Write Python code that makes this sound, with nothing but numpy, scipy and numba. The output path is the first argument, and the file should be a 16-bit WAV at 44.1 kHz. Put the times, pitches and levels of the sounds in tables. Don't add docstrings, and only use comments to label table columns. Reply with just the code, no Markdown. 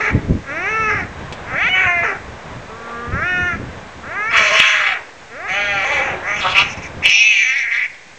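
import sys
import numpy as np
from scipy import signal
from scipy.fft import rfft, irfft, next_fast_len
from scipy.io import wavfile
from scipy.ndimage import uniform_filter1d, minimum_filter1d
from numba import njit

SR = 44100
rng = np.random.default_rng(int(sys.argv[2]) if len(sys.argv) > 2 else 0)


def generate_wav(signal):
    frames = np.transpose(np.atleast_2d(signal))
    scaled = np.clip(frames, -1, 1) * 32767
    pcm = np.round(scaled).astype(np.int16)
    wavfile.write(sys.argv[1], SR, pcm)


def gain_from_decibels(decibels):
    exponent = np.asarray(decibels, float) / 20
    return 10 ** exponent


N = 360738
TIME_S = np.arange(N) / SR
SWITCH_S = 0.03

# time_s, pitch_hz (fold pulses), level_db, mouth_hz (resonance)
TAIL = [(0.0, 420.3, -16, 2060), (0.106, 430, -18.5, 1980), (0.13, 410, -58, 2010)]
ARCH = [(0.44, 262.4, -40, 1690), (0.49, 270.7, -26, 1680), (0.62, 364.7, -22, 1900),
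        (0.702, 436, -17.5, 1970), (0.772, 444.6, -19, 1972), (0.912, 426.3, -17.5, 1790),
        (1.0, 365.1, -21.5, 1810), (1.04, 337.7, -31.5, 1825)]
CLIMB = [(1.45, 210.7, -36, 1588), (1.55, 273, -19.5, 1540), (1.64, 447, -14.5, 2130),
         (1.68, 523, -15, 1940)]
WAIL = [(1.685, 359, -15, 2400), (1.705, 371.3, -19, 2180), (1.76, 373.8, -15, 2140),
        (1.855, 376, -14.5, 2050)]
WANE = [(1.865, 360, -14, 2140), (1.893, 354.8, -14.5, 2170), (2.03, 337, -19, 1973)]
SOB = [(2.035, 455.2, -17, 1693), (2.121, 396.6, -23, 1640), (2.17, 333, -36, 1728)]
MOAN = [(2.66, 208.8, -65, 1301), (2.69, 213.8, -37.5, 1297), (2.766, 230.7, -40.5, 1290),
        (2.936, 233.8, -35.5, 1449), (3.112, 240.6, -34.5, 1600)]
YOWL = [(3.12, 251.5, -25, 1480), (3.168, 281.2, -21, 1460), (3.248, 352.6, -18, 1680),
        (3.282, 363.2, -17.5, 1700), (3.48, 356, -17.5, 1707), (3.55, 332, -25.5, 1688)]
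WINDUP = [(4.0, 215.5, -63, 1610), (4.032, 226.7, -33, 1475), (4.168, 402, -23, 1730),
          (4.278, 446.8, -18.5, 1749), (4.31, 476.5, -22.5, 1800)]
BREAK = [(4.315, 227.7, -19, 1930), (4.362, 219.3, -9.5, 1930)]
SCREAM = [(4.367, 218.3, -12.5, 2090), (4.4, 210.9, -13, 1950), (4.5, 207.4, -17, 1916),
          (4.555, 213.5, -13.5, 2050), (4.588, 219.7, -13, 2170)]
FADE = [(4.598, 205.6, -9.5, 2200), (4.625, 206.4, -12.5, 2242), (4.65, 210.2, -14, 2273),
        (4.723, 210, -16, 2168), (4.807, 207, -15.5, 1931), (4.883, 193.2, -18, 1943),
        (4.93, 186.6, -21, 1898), (4.97, 161.3, -26, 1873)]
SWELL = [(5.29, 213, -44, 1830), (5.334, 238, -34, 1574), (5.472, 433.3, -25.5, 1830)]
GROWL = [(5.48, 182.2, -21.5, 1953), (5.562, 200.4, -20.5, 2085), (5.67, 205.8, -20.5, 1933),
         (5.804, 191.9, -20.5, 2063), (5.84, 193.5, -20.5, 2100)]
RASP = [(5.845, 262, -19.5, 2039), (5.92, 286, -18, 2060), (6.055, 273.7, -21, 1968),
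        (6.13, 236.9, -25, 1903)]
GROAN = [(6.135, 189.2, -27.5, 1797), (6.221, 170.8, -41, 1671)]
SNARL = [(6.226, 172, -30.5, 1690), (6.285, 199.3, -19, 2020), (6.329, 208.7, -19.5, 2020),
         (6.381, 200.7, -23, 2470), (6.43, 189.4, -21.5, 2600), (6.495, 183.3, -20, 2650),
         (6.54, 185.4, -22, 2810)]
SPIT = [(6.545, 190.6, -17, 2504), (6.573, 196.2, -8, 2663), (6.622, 200.2, -15, 2633),
        (6.64, 197.4, -24.5, 2420), (6.74, 199.8, -36, 2196)]
HUFF = [(6.77, 195, -37, 2305), (6.785, 195.7, -33, 2305), (6.81, 199.3, -43, 2323),
        (6.825, 203.7, -30.5, 2350), (6.868, 218, -33, 2350), (6.89, 203.4, -66, 2345)]
SHRIEK = [(7.025, 223, -22.5, 2450), (7.05, 222.7, -10, 2690), (7.144, 198.6, -10.5, 2619),
          (7.266, 219.8, -9, 2554), (7.35, 198.4, -14, 2620), (7.44, 191, -16.5, 2261)]
SAG = [(7.445, 257.7, -17, 2267), (7.53, 263, -16.5, 2209), (7.609, 259.3, -18.5, 2168),
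       (7.669, 225.9, -21.5, 1940), (7.688, 229.8, -23, 1950), (7.7, 230, -28, 1865)]
LAST = [(7.705, 222.4, -18, 2050), (7.737, 244.7, -17.5, 2070), (7.823, 235.7, -18, 2190),
        (7.858, 237.3, -20.5, 2100)]


def rms_one(x):
    return x / np.sqrt(np.mean(x ** 2) + 1e-20)


def in_time(rows):
    s, *columns = np.transpose(rows)
    return [np.interp(TIME_S, s, column) for column in columns]


def drift(rate_hz):
    r = np.exp(-2 * np.pi * rate_hz / SR)
    wander = signal.lfilter([1], [1, -2 * r, r * r], rng.standard_normal(N + 8000))
    return rms_one(wander[8000:])


def coloured(spectrum):
    size = next_fast_len(N)
    hz = np.maximum(np.fft.rfftfreq(size, 1 / SR), 1)
    point_hz, point_db = np.transpose(spectrum)
    shape = gain_from_decibels(np.interp(np.log(hz), np.log(point_hz), point_db))
    return rms_one(irfft(rfft(rng.standard_normal(size)) * shape, size)[:N])


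@njit
def resonate(x, cosine, r):
    y = np.zeros(len(x))
    for i in range(2, len(x)):
        drive = (1 - r[i] ** 2) / 2 * (x[i] - x[i - 2])
        y[i] = drive + 2 * r[i] * cosine[i] * y[i - 1] - r[i] ** 2 * y[i - 2]
    return y


def cavity(x, hz, width_hz):
    one = np.ones(len(x))
    r = np.exp(-np.pi * 0.6 * width_hz / SR) * one
    for side in (-1, 0, 1):
        centre_hz = hz + 0.37 * side * width_hz
        x = resonate(x, np.cos(2 * np.pi * centre_hz / SR) * one, r)
    power = np.maximum(uniform_filter1d(x * x, size=1300), 0)
    return x / np.sqrt(power + 1e-12)


def street():
    # pitch_hz, level_db (per Hz)
    street_colour = [(150, -29), (250, -14), (473, -6), (1070, -7), (1420, -12), (1560, -9), (1880, -13.5),
                     (2110, -15.5), (2510, -19), (4000, -25.5), (5200, -80), (8800, -120)]
    # time_s, gain_db
    gain_steps = [(0, 3), (2.0, 4), (4.6, 0.5), (4.63, -12), (4.8, -3), (5.0, 1), (5.3, -5), (6.0, 11.5),
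                  (7.08, 3), (7.12, -10.5), (7.6, -8.5), (8.18, -8)]
    return coloured(street_colour) * gain_from_decibels(-39.5 + in_time(gain_steps)[0] + 1.5 * drift(4))


def wind():
    # pitch_hz, level_db (per Hz)
    wind_colour = [(12, -53.5), (20, -11), (86, 0), (166, -3.5), (262, -7.5), (414, -13.5), (500, -16.5),
                   (650, -22.5), (1100, -120)]
    # time_s, level_db
    mean_wind = [(0, -34.5), (2.1, -36.5), (4.6, -37.5), (4.625, -52), (5.47, -47.5), (5.56, -39),
                 (7.09, -35.5), (7.12, -60.5), (8.18, -51.5)]
    # time_s, level_db (over the mean), half_length_s
    gusts = [(0.156, 21.5, 0.075), (0.32, 16.5, 0.15), (0.82, 7.5, 0.13), (1.018, 9.5, 0.11),
             (1.242, 7, 0.038), (1.529, 11.5, 0.04), (2.31, 12, 0.064), (2.513, 3, 0.093),
             (3.164, 19.5, 0.12), (3.006, -3.5, 0.24), (3.412, 8, 0.046), (3.565, 10, 0.32),
             (7.001, 4.5, 0.061)]
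    # start_s, peak_db, pitch_hz, decay_s (t60; the shaking lasts four times as long)
    buffets = [(0.134, -10.5, 200, 0.011), (0.148, -1, 108, 0.01), (0.175, -5, 186, 0.012),
               (0.306, -0.5, 245, 0.0067), (0.321, -4, 92, 0.012), (0.365, -8, 192, 0.0094),
               (1.241, -27, 132, 0.034), (1.539, -19, 158.3, 0.014), (3.134, -10, 68.45, 0.018),
               (3.428, -18, 88, 0.024), (4.599, -11.5, 167.6, 0.003), (6.97, -21, 84.5, 0.042),
               (7.046, -27, 64.3, 0.015)]
    gust_db = sum(db * np.maximum(1 - abs(TIME_S - s) / half_s, 0) for s, db, half_s in gusts)
    out = coloured(wind_colour) * gain_from_decibels(in_time(mean_wind)[0] + gust_db - 2 + 3.4 * drift(14))
    t = np.arange(SR // 5) / SR
    for s, db, hz, t60 in buffets:
        fade = gain_from_decibels(db - 60 * t / (4 * t60)) * np.minimum(t / 0.0025, 1)
        out[int(s * SR):int(s * SR) + len(t)] += np.sin(2 * np.pi * hz * t) * fade
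    return out


def claws():
    # start_s, peak_db, decay_s (t60)
    ticks = [(1.324, -19.5, .07), (5.497, -30, .03), (7.943, -33, .05)]
    out, t = np.zeros(N), np.arange(SR // 10) / SR
    sheet = np.convolve([1, -1.7, 0.76], [1, -0.5])
    for s, db, t60 in ticks:
        burst = np.diff(rng.standard_normal(len(t) + 1)) * gain_from_decibels(db + 4 - 60 * t / t60)
        out[int(s * SR):int(s * SR) + len(t)] += signal.lfilter([0.12], sheet, burst)
    return out


def yard(x):
    wash_db, wash_t60_s = -17, 0.45
    scatter_db, scatter_s = -8, 0.007
    wall_db, wall_s = -26, 0.05
    t = np.arange(int(SR * 0.6)) / SR
    wash = signal.lfilter([1], [1, -0.7], rng.standard_normal(len(t)))
    wash *= gain_from_decibels(-60 * t / wash_t60_s) * (t > 0.015)
    scatter = rng.standard_normal(len(t)) * np.exp(-t / scatter_s) * (t > 0.001)
    answer = (gain_from_decibels(wash_db) * rms_one(wash) + gain_from_decibels(scatter_db) * rms_one(scatter)) / np.sqrt(len(t))
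    answer[0] = 1
    answer[int(wall_s * SR)] += gain_from_decibels(wall_db)
    return signal.fftconvolve(x, answer)[:N]


def ribs(x):
    for path_s in (0.0007, 0.0013, 0.0021):
        b = np.zeros(int(path_s * SR) + 1)
        b[0], b[-1] = -0.55, 1
        x = signal.lfilter(b, b[::-1], x)
    return x


def low_cut(x):
    # start_s, end_s
    cuts = [(4.62, 5.3), (7.11, 8.2)]
    switched = sum(1.0 * (TIME_S > a) * (TIME_S < b) for a, b in cuts)
    switched = uniform_filter1d(switched, size=400)
    thin = signal.sosfiltfilt(signal.butter(3, 520, "high", fs=SR, output="sos"), x)
    return x - switched * (x - thin)


def posture():
    # stretch, throat_db, throat_hz, top_db, lips_back (0-1)
    postures = [(TAIL, -11.5, 600, -30.5, 0), (ARCH, -7, 526, -24, 0), (CLIMB, -9.5, 780, -39, 0.077),
                (WAIL, -9.5, 870, -35, 0.024), (WANE, -4.5, 890, -30.5, 0), (SOB, -6, 470, -23.5, 0),
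                (MOAN, -2.03, 137, -44, 0), (YOWL, -13, 530, -29.5, 0), (WINDUP, -5, 820, -39, 0.098),
                (BREAK, -6.5, 977, -56, 0.086), (SCREAM, -11.5, 950, -17, .95),
                (FADE, -12.5, 910, -28.5, 0.75), (SWELL, -1.1, 560, -40, .3),
                (GROWL, -8.5, 970, -21.5, 0.34), (RASP, -6.5, 760, -23.5, 0.1), (GROAN, 3.1, 89, -20, 0.18),
                (SNARL, -3, 950, -23.5, 1), (SPIT, -7.5, 1020, -16.5, 1), (HUFF, -35, 620, -2.8, 1),
                (SHRIEK, -29.5, 820, -15, 0.96), (SAG, -27, 790, -16, 0.6), (LAST, -26, 940, -27, 0.58)]
    throat_per_db, top_per_db = 0.17, 0.29
    throat_per_hz, gape_per_db = 2.7, 1.73
    rows, sounding = [], np.zeros(N)
    for stretch, throat_db, throat_hz, top_db, lips in postures:
        s, pitch, level_db, mouth_hz = np.transpose(stretch)
        effort = np.clip(level_db + 20, -30, 15)
        columns = [s, pitch, level_db,
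                   throat_db + throat_per_db * effort,
                   top_db + top_per_db * effort,
                   mouth_hz,
                   throat_hz + throat_per_hz * (pitch - pitch.mean()),
                   lips * (4.5 + gape_per_db * effort)]
        rows += list(np.transpose(columns))
        sounding[int(max(s[0] - 0.004, 0) * SR):int((s[-1] + 0.004) * SR)] = 1
    return *in_time(rows), sounding


def manner():
    # start_s, chaos (0-1), mouth_width_hz
    switches = [(0, .6, 1300), (.44, .3, 1400), (.51, .04, 1550), (.88, .42, 1250), (1.0, .3, 1200),
                (1.45, .35, 1500), (1.55, .03, 1500), (1.68, .02, 2300), (1.74, .36, 1600),
                (1.875, .05, 1150), (2.025, .6, 1300), (2.6, .2, 1000), (2.72, .04, 900), (2.95, .05, 1200),
                (3.2, .02, 1000), (3.49, .15, 1100), (4.08, .02, 1300), (4.3, .65, 2000), (4.62, .55, 1900),
                (5.2, .04, 1300), (5.47, .26, 1500), (5.56, .13, 1700), (5.76, .22, 1800),
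                (5.83, .42, 2100), (6.15, .35, 850), (6.37, .7, 2300), (6.53, .62, 1100), (6.65, .7, 1700),
                (6.77, .6, 1100), (6.95, .55, 1150), (7.12, .14, 600), (7.3, .27, 950), (7.45, .18, 1100),
                (7.52, .33, 800), (7.66, .5, 800)]
    # start_s, end_s, share
    doubled = [(1.683, 1.74, .95), (7.11, 7.44, .3)]
    s, chaos, width = np.transpose(switches)
    now = np.searchsorted(s, TIME_S, "right") - 1
    glide = int(SWITCH_S * SR)
    extra = sum(share * (TIME_S > a) * (TIME_S < b) for a, b, share in doubled)
    return (uniform_filter1d(chaos[now], size=glide), uniform_filter1d(extra, size=glide // 4),
            uniform_filter1d(width[now], size=glide))


def folds(pitch, chaos, extra):
    waver = 0.003 * drift(25) + chaos * (0.05 * drift(10) + 0.04 * drift(35) + 0.1 * chaos * drift(250))
    turns = np.cumsum(pitch * (1 + waver)) / SR * 2
    nearest = np.round(turns).astype(int)
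    paired = np.cos(np.pi * nearest / 2) * drift(11) + np.cos(np.pi * nearest / 3) * drift(7.3)
    uneven_db = np.minimum(chaos, 0.45) * (5 * paired + 3 * rng.standard_normal(N)[nearest])
    size = gain_from_decibels(uneven_db) * np.where(nearest % 2, extra, 1)
    fall, cosine = np.exp(-2 * pitch / 6000), np.cos(2 * np.pi * turns)
    pulses = (1 - fall ** 2) / (1 - 2 * fall * cosine + fall ** 2)
    pulses -= (1 - fall) / (1 + fall)
    open_share = 0.5 + 0.5 * np.cos(np.pi * turns)
    breath = np.diff(rng.standard_normal(N + 1)) * (3.55 + open_share)
    return pulses * size, 4.5 * (chaos + 0.04 + chaos ** 3) * breath


def nose(x, chaos):
    # pitch_hz, width_hz, share (taken out)
    side_cavities = [(990, 610, 0.68), (3100, 78, 0.1), (930, 79, 0.45)]
    for hz, width_hz, share in side_cavities:
        x = x - share * (1 - chaos) * signal.lfilter(*signal.iirpeak(hz, hz / width_hz, fs=SR), x)
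    return x


def locked(source, pitch):
    # start_s, end_s, multiple (of the pulse rate), level_db
    locks = [(.6, .95, 3, -9), (.7, .92, 6, -15), (1.7, 1.87, 4, -4), (1.705, 1.77, 8, -7),
             (1.87, 2.0, 5, -7), (1.74, 1.87, 5, -7), (2.7, 3.1, 2, -3), (2.72, 3.1, 5, -1),
             (3.2, 3.55, 7, -13), (3.22, 3.52, 8, -19), (3.2, 3.55, 10, -32), (4.32, 4.45, 11, -8),
             (4.53, 4.58, 13.5, -9), (4.6, 4.7, 12.5, -6), (4.6, 4.8, 7.7, -8), (4.7, 4.82, 9.3, -9),
             (4.37, 4.58, 3, -13), (4.41, 4.58, 5, -13), (4.62, 4.97, 3, -23), (4.62, 4.8, 5, -21),
             (4.86, 4.97, 4, -12), (5.53, 5.86, 3, -11), (5.49, 5.87, 4, -9), (5.56, 5.84, 7, -12),
             (5.56, 5.86, 10, -11), (5.53, 5.84, 12, -7), (5.85, 6.07, 2, -16), (5.85, 6.15, 3, -10),
             (5.5, 5.62, 15, -11), (5.57, 5.78, 16, -17), (5.57, 5.75, 19, -28), (7.12, 7.27, 14, -14),
             (7.13, 7.4, 12, -7)]
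    out, glide = np.zeros(N), int(SWITCH_S * SR)
    for a, b, multiple, db in locks:
        span = slice(int(a * SR) - glide, int(b * SR) + glide)
        count = np.arange(span.stop - span.start)
        fade = np.minimum(np.minimum(count, count[::-1]) / (2 * glide), 1)
        out[span] += gain_from_decibels(db) * fade * cavity(source[span], multiple * pitch[span], 244)
    return out


def cats():
    # time_s, top_hz, top_db, shoulder_db
    tongue = [(0, 5740, 1.5, 8), (.75, 5800, -3, 1.5), (.86, 5860, -1, 4), (.93, 5433, -1.5, 0),
              (1.6, 5900, 7, -7.5), (1.8, 6273, 2, -18.5), (2.0, 5860, -6, 2), (2.08, 5574, -3, 0),
              (3.3, 5773, -2.5, -4), (4.3, 5995, 9, -15), (4.4, 5927, -1, 8), (4.48, 5965, 4, 14),
              (4.58, 5930, 0, 7.5), (4.68, 6122, 14, -20), (4.94, 5840, -8, -21), (5.55, 6170, 1, 7),
              (5.82, 6087, -1.5, 7), (5.92, 6210, 2.5, -14), (6.14, 6100, -1.5, -11), (6.33, 5846, 4.5, -9),
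              (6.4, 5770, 14.5, 3), (6.45, 5500, -27, -17), (6.52, 5390, 4, 12), (6.58, 5590, -11.5, 8),
              (6.68, 5594, 7.5, 14.5), (6.71, 5700, 14, 14), (6.76, 5500, 6.5, 3), (6.8, 5680, -12, 3),
              (6.822, 5730, -3, 9), (6.87, 5950, -2, 11), (7.05, 5512, -10, 1.5), (7.15, 5607, 3.5, 11),
              (7.25, 5850, -5.5, 5), (7.37, 6110, -3, 7.5), (7.49, 5855, 3, 5), (7.545, 5670, -10, 3.5),
              (7.58, 5803, 3.5, 6), (7.66, 6037, -12, -5), (7.71, 5800, -1, -3), (7.74, 5700, 1.5, 9),
              (7.81, 5700, -5, 1), (7.87, 5824, -3, -11)]
    pitch, level_db, throat_db, top_db, mouth_hz, throat_hz, gape, sounding = posture()
    chaos, extra, width = manner()
    top_hz, top_shade_db, shoulder_db = in_time(tongue)
    pulses, breath = folds(pitch, chaos, extra)
    source = pulses + breath
    steadier = sum(folds(pitch, 0.75 * chaos ** 1.2, extra))
    rumble = 6 * chaos ** 2 * rng.standard_normal(N)
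    gape = np.clip(gape, 0, 1)
    top_hz = top_hz + 70 * drift(6)
    flicker = [gain_from_decibels(4 * chaos * drift(18)) for _ in range(4)]

    calm = signal.sosfilt(signal.butter(12, 2854, fs=SR, output="sos"), source)
    through_lips = calm + gape ** 1.4 * (source - calm)
    jaw_hz = mouth_hz - 0.13 * width + 250 * chaos ** 2 * drift(9)
    voice = flicker[0] ** 0.5 * cavity(through_lips, jaw_hz, width)

    throat = cavity(steadier + rumble, 0.94 * throat_hz, 690 * (1 + 0.93 * chaos))
    voice += gain_from_decibels(throat_db) * flicker[1] * throat

    shoulder = cavity(pulses + np.minimum(11 * chaos, 2.5) * breath, 3548.5, 1699.5)
    voice += gain_from_decibels(-32.5 + 9.5 * gape + shoulder_db) * flicker[2] * shoulder

    top_width_hz = 1060 * (1 + chaos) * (1 - 0.31 * gape)
    top = cavity(pulses + np.minimum(4 * chaos, 1) * breath, top_hz, top_width_hz)
    voice += gain_from_decibels(top_db + top_shade_db) * flicker[3] * top

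    chest = np.sin(2 * np.pi * np.cumsum(pitch) / SR) * np.clip(pitch / 100 - 3.1, 0, 1)
    voice += gain_from_decibels(-43 - level_db) * chest * (1 - chaos) ** 2 * (level_db > -30)

    valley_r = np.exp(-np.pi * 1300 / SR) * np.ones(N)
    valley = resonate(voice, np.cos(2 * np.pi * (top_hz - 1000) / SR), valley_r)
    voice = nose(voice - 0.5 * valley, chaos)
    voice += flicker[1] * locked(steadier + 1.5 * rumble, pitch)
    return voice * gain_from_decibels(level_db) * uniform_filter1d(sounding, size=300)


def scene():
    roof = ribs(cats()) + claws()
    return (low_cut(yard(roof)) + wind() + street())[None]


def starved(x):
    from_hz, all_hz, loud_db = 6800, 10000, -34
    hz, _, z = signal.stft(x[0], SR, nperseg=1024)
    power_db = 10 * np.log10(np.sum(abs(z) ** 2, axis=0) + 1e-12)
    loud = np.clip((power_db - loud_db) / 20, 0.12, 1)
    height = np.clip((hz[:, None] - from_hz) / (all_hz - from_hz), 0.01, 1)
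    odds = height * (hz[:, None] > 4000) * loud
    draws = rng.random((len(hz) // 3 + 1, z.shape[1] // 8 + 1))
    draws = np.kron(draws, np.ones((3, 8)))[:len(hz), :z.shape[1]]
    return signal.istft(z * (draws > odds), SR, nperseg=1024)[1][None, :N]


def late_limiter(x):
    # time_s, peak_db (over full scale)
    overloads = [(4.385, .5), (4.602, 3.5), (6.585, 1.9), (7.06, 1.0), (7.097, 1.0)]
    gain = np.ones(N)
    for s, db in overloads:
        bump = np.exp(-((TIME_S - s) / 0.003) ** 2)
        gain += (gain_from_decibels(db) / np.max(abs(x) * (bump > 0.8)) - 1) * bump
    return x * gain


def band_limit(x):
    return signal.sosfilt(signal.butter(12, 15700, fs=SR, output="sos"), x)


def record(dry):
    # pitch_hz, level_db (per Hz)
    hiss_colour = [(880, -54.5), (1500, -2.5), (2040, -0.5), (2440, -2), (2940, -9.5), (3920, -11),
                   (6810, -13), (8330, -20), (10800, -34), (18300, -120)]
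    whine = gain_from_decibels(-64 + 4 * drift(8)) * np.sin(2 * np.pi * 3513 * TIME_S)
    x = dry + gain_from_decibels(-44) * coloured(hiss_colour) + whine
    x = signal.sosfilt(signal.cheby2(8, 23, 8900, fs=SR, output="sos"), x)
    x = signal.sosfilt(signal.butter(10, 10000, fs=SR, output="sos"), x)
    held = minimum_filter1d(0.93 / np.maximum(abs(x), 0.93), size=301)
    x = starved(x * uniform_filter1d(held, size=300))
    return band_limit(np.clip(late_limiter(x) + 0.0038, -1, 1))


dry = scene()
out = record(dry)
generate_wav(out)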